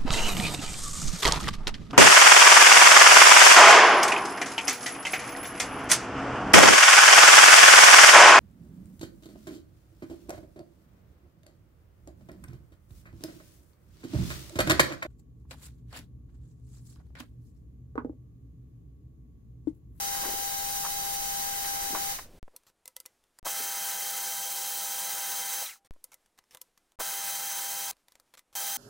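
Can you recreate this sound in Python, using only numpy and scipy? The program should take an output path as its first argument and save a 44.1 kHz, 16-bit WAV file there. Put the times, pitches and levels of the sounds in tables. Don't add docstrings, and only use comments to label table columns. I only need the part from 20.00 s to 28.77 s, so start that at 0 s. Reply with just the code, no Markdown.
import sys
import numpy as np
from scipy import signal
from scipy.fft import rfft, irfft, next_fast_len
from scipy.io import wavfile
from scipy.ndimage import uniform_filter1d

SR = 44100
rng = np.random.default_rng(int(sys.argv[2]) if len(sys.argv) > 2 else 0)


def generate_wav(signal):
    frames = np.transpose(np.atleast_2d(signal))
    scaled = np.clip(frames, -1, 1) * 32767
    pcm = np.round(scaled).astype(np.int16)
    wavfile.write(sys.argv[1], SR, pcm)


N = 386757
TIME = np.arange(N) / SR

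# start in seconds, end in seconds, fade-in in seconds, level in dB.
PASSES = [(-.005, 2.39, .004, -.2), (3.446, 5.874, .015, 0), (6.993, 7.913, .008, -.5),
          (8.552, 8.794, .001, .2)]
# frequency in Hz, then density in dB per Hz for
RUSH_SPECTRUM = [(40.0, -101.5, -74.5, -100.0), (130.0, -98.5, -87.5, -97), (290.0, -96.5, -82.5, -94),
                 (450.0, -90, -90, -89.5), (1100.0, -84, -86.5, -81), (1800.0, -79.5, -81, -82.5),
                 (2710, -82, -84, -83), (3500.0, -82.0, -82.5, -83.5), (5130, -77.5, -78, -79.5),
                 (7600, -76.0, -81.5, -76.5), (10100, -76.5, -79.0, -79.0), (13500, -79.5, -79.0, -82),
                 (14300.0, -73.0, -78, -73), (15500.0, -72.5, -75, -84)]
# centre in Hz, width in Hz, lift in dB.
BODY_RESONANCES = [(540, 50, 4), (946, 73, 4.5), (1272, 39, 7), (1561, 35, 6), (2067, 55, 5),
                   (3000, 106, 3), (3925, 167, 5), (4690, 75, 2), (5890, 220, 3.5), (6410, 110, 4),
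                   (7848, 200, 1.5), (8640, 230, 2), (11400, 500, 2)]
# frequency in Hz in the later passes,
# level in dB there, left and right level in dB in the first pass, roughness from 0 to 1.
WHINE_LINES = [(168, -72.5, -61, -65, .6), (184, -71, -73, -74, .5), (372, -67, -71, -67, .5),
               (505, -62.5, -58, -63, .6), (642, -61, -59, -60, .4), (702, -65.5, -66, -66, .4),
               (794, -47.5, -34.5, -47, .05), (841, -67, -61, -65, .4), (886, -62, -57, -60, .4),
               (978, -55.5, -53, -56, .5), (1314, -60.5, -56, -61, .9), (1497, -62, -68, -66, .4),
               (1541, -60.5, -59, -65, .6), (1588, -57, -50, -57, .3), (1771, -62, -59, -63, .4),
               (2048, -62, -60, -61, .9), (3149, -50.5, -57, -51, .2), (3176, -56, -55, -57, .2),
               (3943, -58, -57, -60, .8), (5038, -59.5, -56, -58, .4), (5960, -51, -46.5, -48, 1),
               (6302, -46.5, -52, -47, .6), (7096, -65, -48, -67, .3), (7870, -57, -60, -59, .9)]
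# time of firmest pressure in seconds, half length in seconds,
# damping of the wheel in dB.
FEEDS = [(.9, .55, 3), (4.6, .4, 4), (7.95, .25, 2), (8.7, .3, 2)]
SWITCH_OFF_S = [2.125, 5.628]
# frequency in Hz at full speed, level in dB.
WHISTLES = [(4800, -52), (3250, -53)]
ENGAGE_S = [3.466, 7.006]
# time in seconds, level in dB, pitch in Hz, decay in seconds.
CLUNKS = [(.145, -44, 1100, .025), (.248, -38.5, 1050, .026), (.275, -42, 375, .065),
          (.855, -35, 950, .019), (1.65, -41, 1300, .009), (1.94, -42.5, 280, .06),
          (1.952, -27.5, 1000, .0065), (1.974, -36.5, 1000, .009), (2.191, -35.5, 1150, .005),
          (2.481, -45, 500, .0015), (2.545, -61, 450, .014), (3.616, -48, 376, .028),
          (5.964, -61, 500, .005), (6.552, -56, 700, .011)]
# time in seconds, level in dB, brightness in dB per octave.
TAPS = [(2.5636, -45.5, 5.5), (2.8569, -49, 0), (2.8782, -43.5, 1.3), (2.9655, -40.5, 1), (3.0021, -45, 3),
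        (3.0604, -44.5, 1.5), (3.388, -52, -1), (6.042, -42.5, 6), (6.1424, -51.5, 1.5),
        (6.3884, -55.5, -4.5), (6.5482, -48, -1.3), (6.572, -52.5, -1.5), (6.6155, -43, 4.5),
        (6.777, -62, -2), (8.0836, -59, -3.5), (8.1209, -60, -2), (8.1544, -58, -4), (8.1994, -59, 0),
        (8.3927, -54, -.5)]
# time in seconds, length in seconds, level in dB.
SLIDES = [(2.667, .032, -63), (3.055, .008, -55), (5.847, .026, -65), (6.118, .026, -56.5),
          (6.3768, .012, -64), (6.509, .04, -60), (7.916, .018, -57), (8.339, .015, -54.5),
          (8.373, .018, -55), (8.528, .022, -61.5)]
# frequency in Hz, relative level in dB per Hz.
CONTACT_SPECTRUM = [(100, -11.5), (300, -12.5), (1000, -5.5), (1600, -5.5), (3300, -4), (6000, -1),
                    (9500, -1.5), (13000, -2), (16000, -9)]
# frequency in Hz, relative level in dB, t60 in seconds.
STEEL_MODES = [(520, -3.5, .08), (980, 0, .06), (1306, -3, .06), (2030, -2.5, 0.083), (2900, -7, 0.034),
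               (3575, -10.5, .04), (4334, -8.5, 0.044), (5739, -4, .02), (7585, -13, .04), (8775, -7, .04)]
# start in seconds, end in seconds.
FIDDLING = [(2.43, 2.7), (2.88, 3.39), (5.91, 6.92), (7.92, 8.4)]
# frequency in Hz, mean density in dB per Hz.
SHOP_SPECTRUM = [(25, -100), (60, -110), (130, -114), (280, -109), (900, -112), (1800, -118), (5000, -124),
                 (9500, -122), (12500, -128), (14000, -136), (16000, -140)]
# frequency in Hz,
# density in dB per Hz.
RUMBLE_SPECTRUM = [(15, -70.5), (40, -74), (70, -81), (130, -83.5), (320, -87.5), (500, -88), (1200, -102),
                   (6000, -108), (16000, -112)]
# time in seconds, level in dB.
SPLICES = [(2.429, -35.5), (3.429, -45.5), (5.909, -36), (6.989, -45)]

BRAKE_S, LOUDNESS_POWER = .18, 1.85
FREE_RING_DB = 1
LINGER_HZ, LINGER_DB, LINGER_T60_S = 794, -67, 1.1
ENGAGE_DB, RELEASE_DB, DRIVE_HZ, DRIVE_DECAY_S = -33, -46, 760, .012
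CLUNK_RISE = .6
BREAKAWAY, BREAKAWAY_S = 1, .003
SOFT_BRIGHTNESS_DB_PER_OCTAVE = -3.5
TICKS_PER_S, TICK_DB, TICK_SPREAD_DB = 4, -70, 2
RUSTLE_DB, RUSTLE_SWELL_DB, RUSTLE_RATE_HZ = -114, 2.5, 9
SILENCE_S, EDGE_HZ = .032, 15900


def amp(db):
    return 10 ** (np.asarray(db) / 20)


def evened(x):
    return x / np.sqrt(np.mean(x ** 2) + 1e-20)


def read(points, hz, column=1):
    points = np.asarray(points)
    return np.interp(np.log(hz + 1), np.log(points[:, 0] + 1), points[:, column])


def add(mix, start_s, sound):
    part = mix[max(round(start_s * SR), 0):][:len(sound)]
    part += sound[:len(part)]


def bins(size):
    return np.fft.rfftfreq(size, 1 / SR)


def noise(density_db):
    size = next_fast_len(N, True)
    spectrum = rfft(rng.standard_normal(size)) * amp(density_db(bins(size)))
    return irfft(spectrum, size)[:N] * np.sqrt(SR / 2)


def wander(rate_hz):
    values = rng.standard_normal(8000)
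    return evened(np.interp(TIME * 2 * rate_hz, np.arange(len(values)), values))


def machine(ring_hz=1700, ring_octaves=.45, treble_hz=9000, dulling=.5):
    first = TIME < PASSES[0][1]
    mid, side = rush(column=2), rush(column=3)
    stereo = np.array([mid + side, mid - side])
    sound = np.where(first, stereo, rush(column=1)) + whine(first)

    size = next_fast_len(N, True)
    hz, spectrum = bins(size), rfft(sound, size)
    middle_band = np.exp(-.5 * (np.log2((hz + 1) / ring_hz) / ring_octaves) ** 2)
    middle = irfft(spectrum * middle_band, size)[:, :N]
    treble = irfft(spectrum * hz ** 4 / (hz ** 4 + treble_hz ** 4), size)[:, :N]

    damping_db = sum(db * np.exp(-((TIME - s) / half_s) ** 2) for s, half_s, db in FEEDS)
    ring_gain = amp(FREE_RING_DB - damping_db)
    sound = sound + middle * (ring_gain - 1) + treble * (speed() ** dulling - 1)
    gate = np.zeros(N)
    for start_s, end_s, fade_s, db in PASSES:
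        gate += amp(db) * np.clip((TIME - start_s) / fade_s, 0, 1) * (TIME < end_s)
    return sound * gate * speed() ** LOUDNESS_POWER


def rush(column, ripple_db=2.62, ripple_hz=22, flutter_db=0.7):
    grid_hz = np.arange(0, SR / 2, 8)
    ripple = np.interp(grid_hz / ripple_hz, np.arange(len(grid_hz)), rng.standard_normal(len(grid_hz)))
    colour_db = read(RUSH_SPECTRUM, grid_hz, column) + body_db(grid_hz) + ripple_db * ripple
    return noise(lambda hz: np.interp(hz, grid_hz, colour_db)) * amp(flutter_db * wander(25))


def whine(first, drift=0.00048, first_faster=.002, port_phase_rad=2.54, stop_s=0.0064, coast_db=-14):
    turns = np.cumsum(1 + first_faster * first + drift * wander(8)) / SR
    driven = np.maximum(np.exp(-coasting() / stop_s), amp(coast_db))
    out, split = np.zeros((2, N)), first.sum()
    for hz, later_db, left_db, right_db, rough in WHINE_LINES:
        rate_hz = 12 + hz * .003
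        cycles = hz * turns + rng.random()
        angle = (2 * np.pi * (cycles - np.floor(cycles))).astype("float32")
        steady = 1 + rough * wander(rate_hz)
        across = rough * wander(rate_hz)
        size = np.sqrt(2 / (1 + 2 * rough ** 2))
        line = size * (steady * np.cos(angle) + across * np.sin(angle))
        late = angle[:split] - float(port_phase_rad * min(hz / 750, 1))
        late_line = size * (steady[:split] * np.cos(late) + across[:split] * np.sin(late))
        out[0, :split] += amp(left_db) * line[:split]
        out[1, :split] += amp(right_db) * late_line
        out[:, split:] += amp(later_db) * line[split:]
    return out * driven


def body_db(hz):
    return sum(db * np.exp(-.5 * ((hz - centre_hz) / width_hz) ** 2)
               for centre_hz, width_hz, db in BODY_RESONANCES)


def coasting():
    since_s = np.zeros(N)
    for start_s, end_s, _, _ in PASSES:
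        for off_s in SWITCH_OFF_S:
            if start_s < off_s < end_s:
                since_s += (TIME - off_s) * ((TIME > off_s) & (TIME < end_s))
    return since_s


def speed():
    return np.clip(1 - coasting() / BRAKE_S, 0, 1)


def run_down(rough=.065, flutter_db=4.5, fade_power=1.5, lowest_hz=1100, onset_s=.012, first_db=-7):
    since_s, share = coasting(), speed()
    out = amp(LINGER_DB - 60 * since_s / LINGER_T60_S) * np.sin(2 * np.pi * LINGER_HZ * TIME)
    for full_hz, db in WHISTLES:
        hz = full_hz * share
        turns = np.cumsum(hz * (1 + rough * wander(396))) / SR
        fade = share ** fade_power * hz ** 8 / (hz ** 8 + lowest_hz ** 8)
        level = amp(db + body_db(hz) + flutter_db * wander(60))
        out += level * fade * np.sin(2 * np.pi * turns)
    onset = np.minimum(since_s / onset_s, 1)
    return np.sqrt(2) * out * onset * amp(first_db * (TIME < PASSES[0][1]))


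def clunks(octaves=.55, skirt_db=-14, grain_db=3.5):
    out, t = np.zeros(N), np.arange(16384) / SR - .12
    engage = [(s, ENGAGE_DB, DRIVE_HZ, DRIVE_DECAY_S) for s in ENGAGE_S]
    release = [(s, RELEASE_DB, DRIVE_HZ, DRIVE_DECAY_S) for s in SWITCH_OFF_S]
    for s, db, hz, decay_s in engage + release + list(CLUNKS):
        distance = np.log2((bins(len(t)) + 1) / hz)
        colour = np.exp(-.5 * (distance / octaves) ** 2) + amp(skirt_db) / (1 + (distance / 2) ** 4)
        shape = np.exp(np.where(t < 0, t / CLUNK_RISE, -t) / decay_s)
        grain = amp(grain_db * evened(uniform_filter1d(rng.standard_normal(len(t)), size=90)))
        rattle = irfft(rfft(rng.standard_normal(len(t)) * grain) * colour)
        add(out, s + t[0], amp(db) * evened(rattle * shape) * np.sqrt(np.mean(shape ** 2)))
    return out


def handling(snap_s=0.00081, chatter_s=0.0048, chatter=.35, graze=.06, graze_s=.003, stick_db=3.5):
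    out, lead_s = np.zeros(N), .005
    t = np.arange(8192) / SR - lead_s
    age = abs(t)
    for s, length_s, db in SLIDES:
        touching = (t > 0) & (t < length_s)
        slips = amp(stick_db * evened(uniform_filter1d(rng.standard_normal(len(t)), size=60)))
        force = touching * (slips + BREAKAWAY * np.exp(-age / BREAKAWAY_S))
        slide = contact(force, SOFT_BRIGHTNESS_DB_PER_OCTAVE)
        add(out, s - lead_s, amp(db) * slide / slide[touching].std())

    struck = np.exp(-age / snap_s) + chatter * np.exp(-age / chatter_s)
    force = np.where(t > 0, struck, graze * np.exp(-age / graze_s))
    for s, db, brightness_db in list(TAPS) + ticks():
        tap = contact(force, brightness_db)
        strike = tap[(t > 0) & (t < .01)]
        add(out, s - lead_s, amp(db) * tap / strike.std())
    return out


def contact(force, brightness_db, ring_db=-13, room_db=-18, room_t60_s=0.16, room_hz=7000,
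            glance_db=1.3, spot_db=2.5, top_hz=11000):
    t, hz = np.arange(len(force)) / SR, bins(len(force))
    tilt = amp(brightness_db * np.log2(np.clip(hz, 1000, top_hz) / top_hz))
    spot = amp(spot_db * np.interp(hz, np.linspace(0, SR / 2, 64), rng.standard_normal(64)))
    grit = evened(force * rng.standard_normal(len(t)))
    modes = sum(amp(db - 60 * t / t60_s) * np.sin(2 * np.pi * (mode_hz * t + rng.random()))
                for mode_hz, db, t60_s in STEEL_MODES)
    ring = evened(signal.fftconvolve(grit, modes)[:len(t)])
    room = evened(rng.standard_normal(len(t)) * amp(-60 * t / room_t60_s) * np.cumsum(force))
    heard = rfft(grit) + amp(room_db) * rfft(room) / np.hypot(1, hz / room_hz)
    crack = evened(irfft(heard * spot * tilt * amp(read(CONTACT_SPECTRUM, hz))))
    return crack + amp(ring_db - glance_db * max(brightness_db, 0)) * ring


def ticks():
    rows = []
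    for start_s, end_s in FIDDLING:
        for slot_s in np.arange(start_s, end_s, 1 / TICKS_PER_S):
            s = min(slot_s + rng.random() / TICKS_PER_S, end_s)
            db = TICK_DB + TICK_SPREAD_DB * rng.uniform(-1, 1)
            rows.append((s, db, SOFT_BRIGHTNESS_DB_PER_OCTAVE))
    return rows


def rustle(corner_hz=1500, edge_s=.03):
    busy = sum(np.clip(np.minimum(TIME - start_s, end_s - TIME) / edge_s + 1, 0, 1)
               for start_s, end_s in FIDDLING)

    def rub_db(hz):
        octaves = np.log2(np.maximum(hz / corner_hz, 1))
        return read(CONTACT_SPECTRUM, hz) + SOFT_BRIGHTNESS_DB_PER_OCTAVE * octaves

    return noise(rub_db) * busy * amp(RUSTLE_DB + RUSTLE_SWELL_DB * wander(RUSTLE_RATE_HZ))


def background():
    shop = noise(lambda hz: read(SHOP_SPECTRUM, hz)) * amp(1.0 * wander(7.7))
    rumble = noise(lambda hz: read(RUMBLE_SPECTRUM, hz)) * (TIME < PASSES[0][1]) * amp(0.5)
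    return shop + rumble


def scene():
    return machine() + background() + run_down() + rustle() + clunks() + handling()


def record(dry, settle_s=0.027):
    out = dry.copy()
    for s, db in SPLICES:
        audible = (TIME < s - SILENCE_S) | (TIME >= s)
        thump = amp(db) * (TIME >= s) * np.exp(-abs(TIME - s) / settle_s)
        out = out * audible - thump
    lowpass = signal.firwin(511, EDGE_HZ, window=("kaiser", 9), fs=SR)
    return signal.oaconvolve(out, lowpass[None], "same")


dry = scene()
out = record(dry)
generate_wav(out)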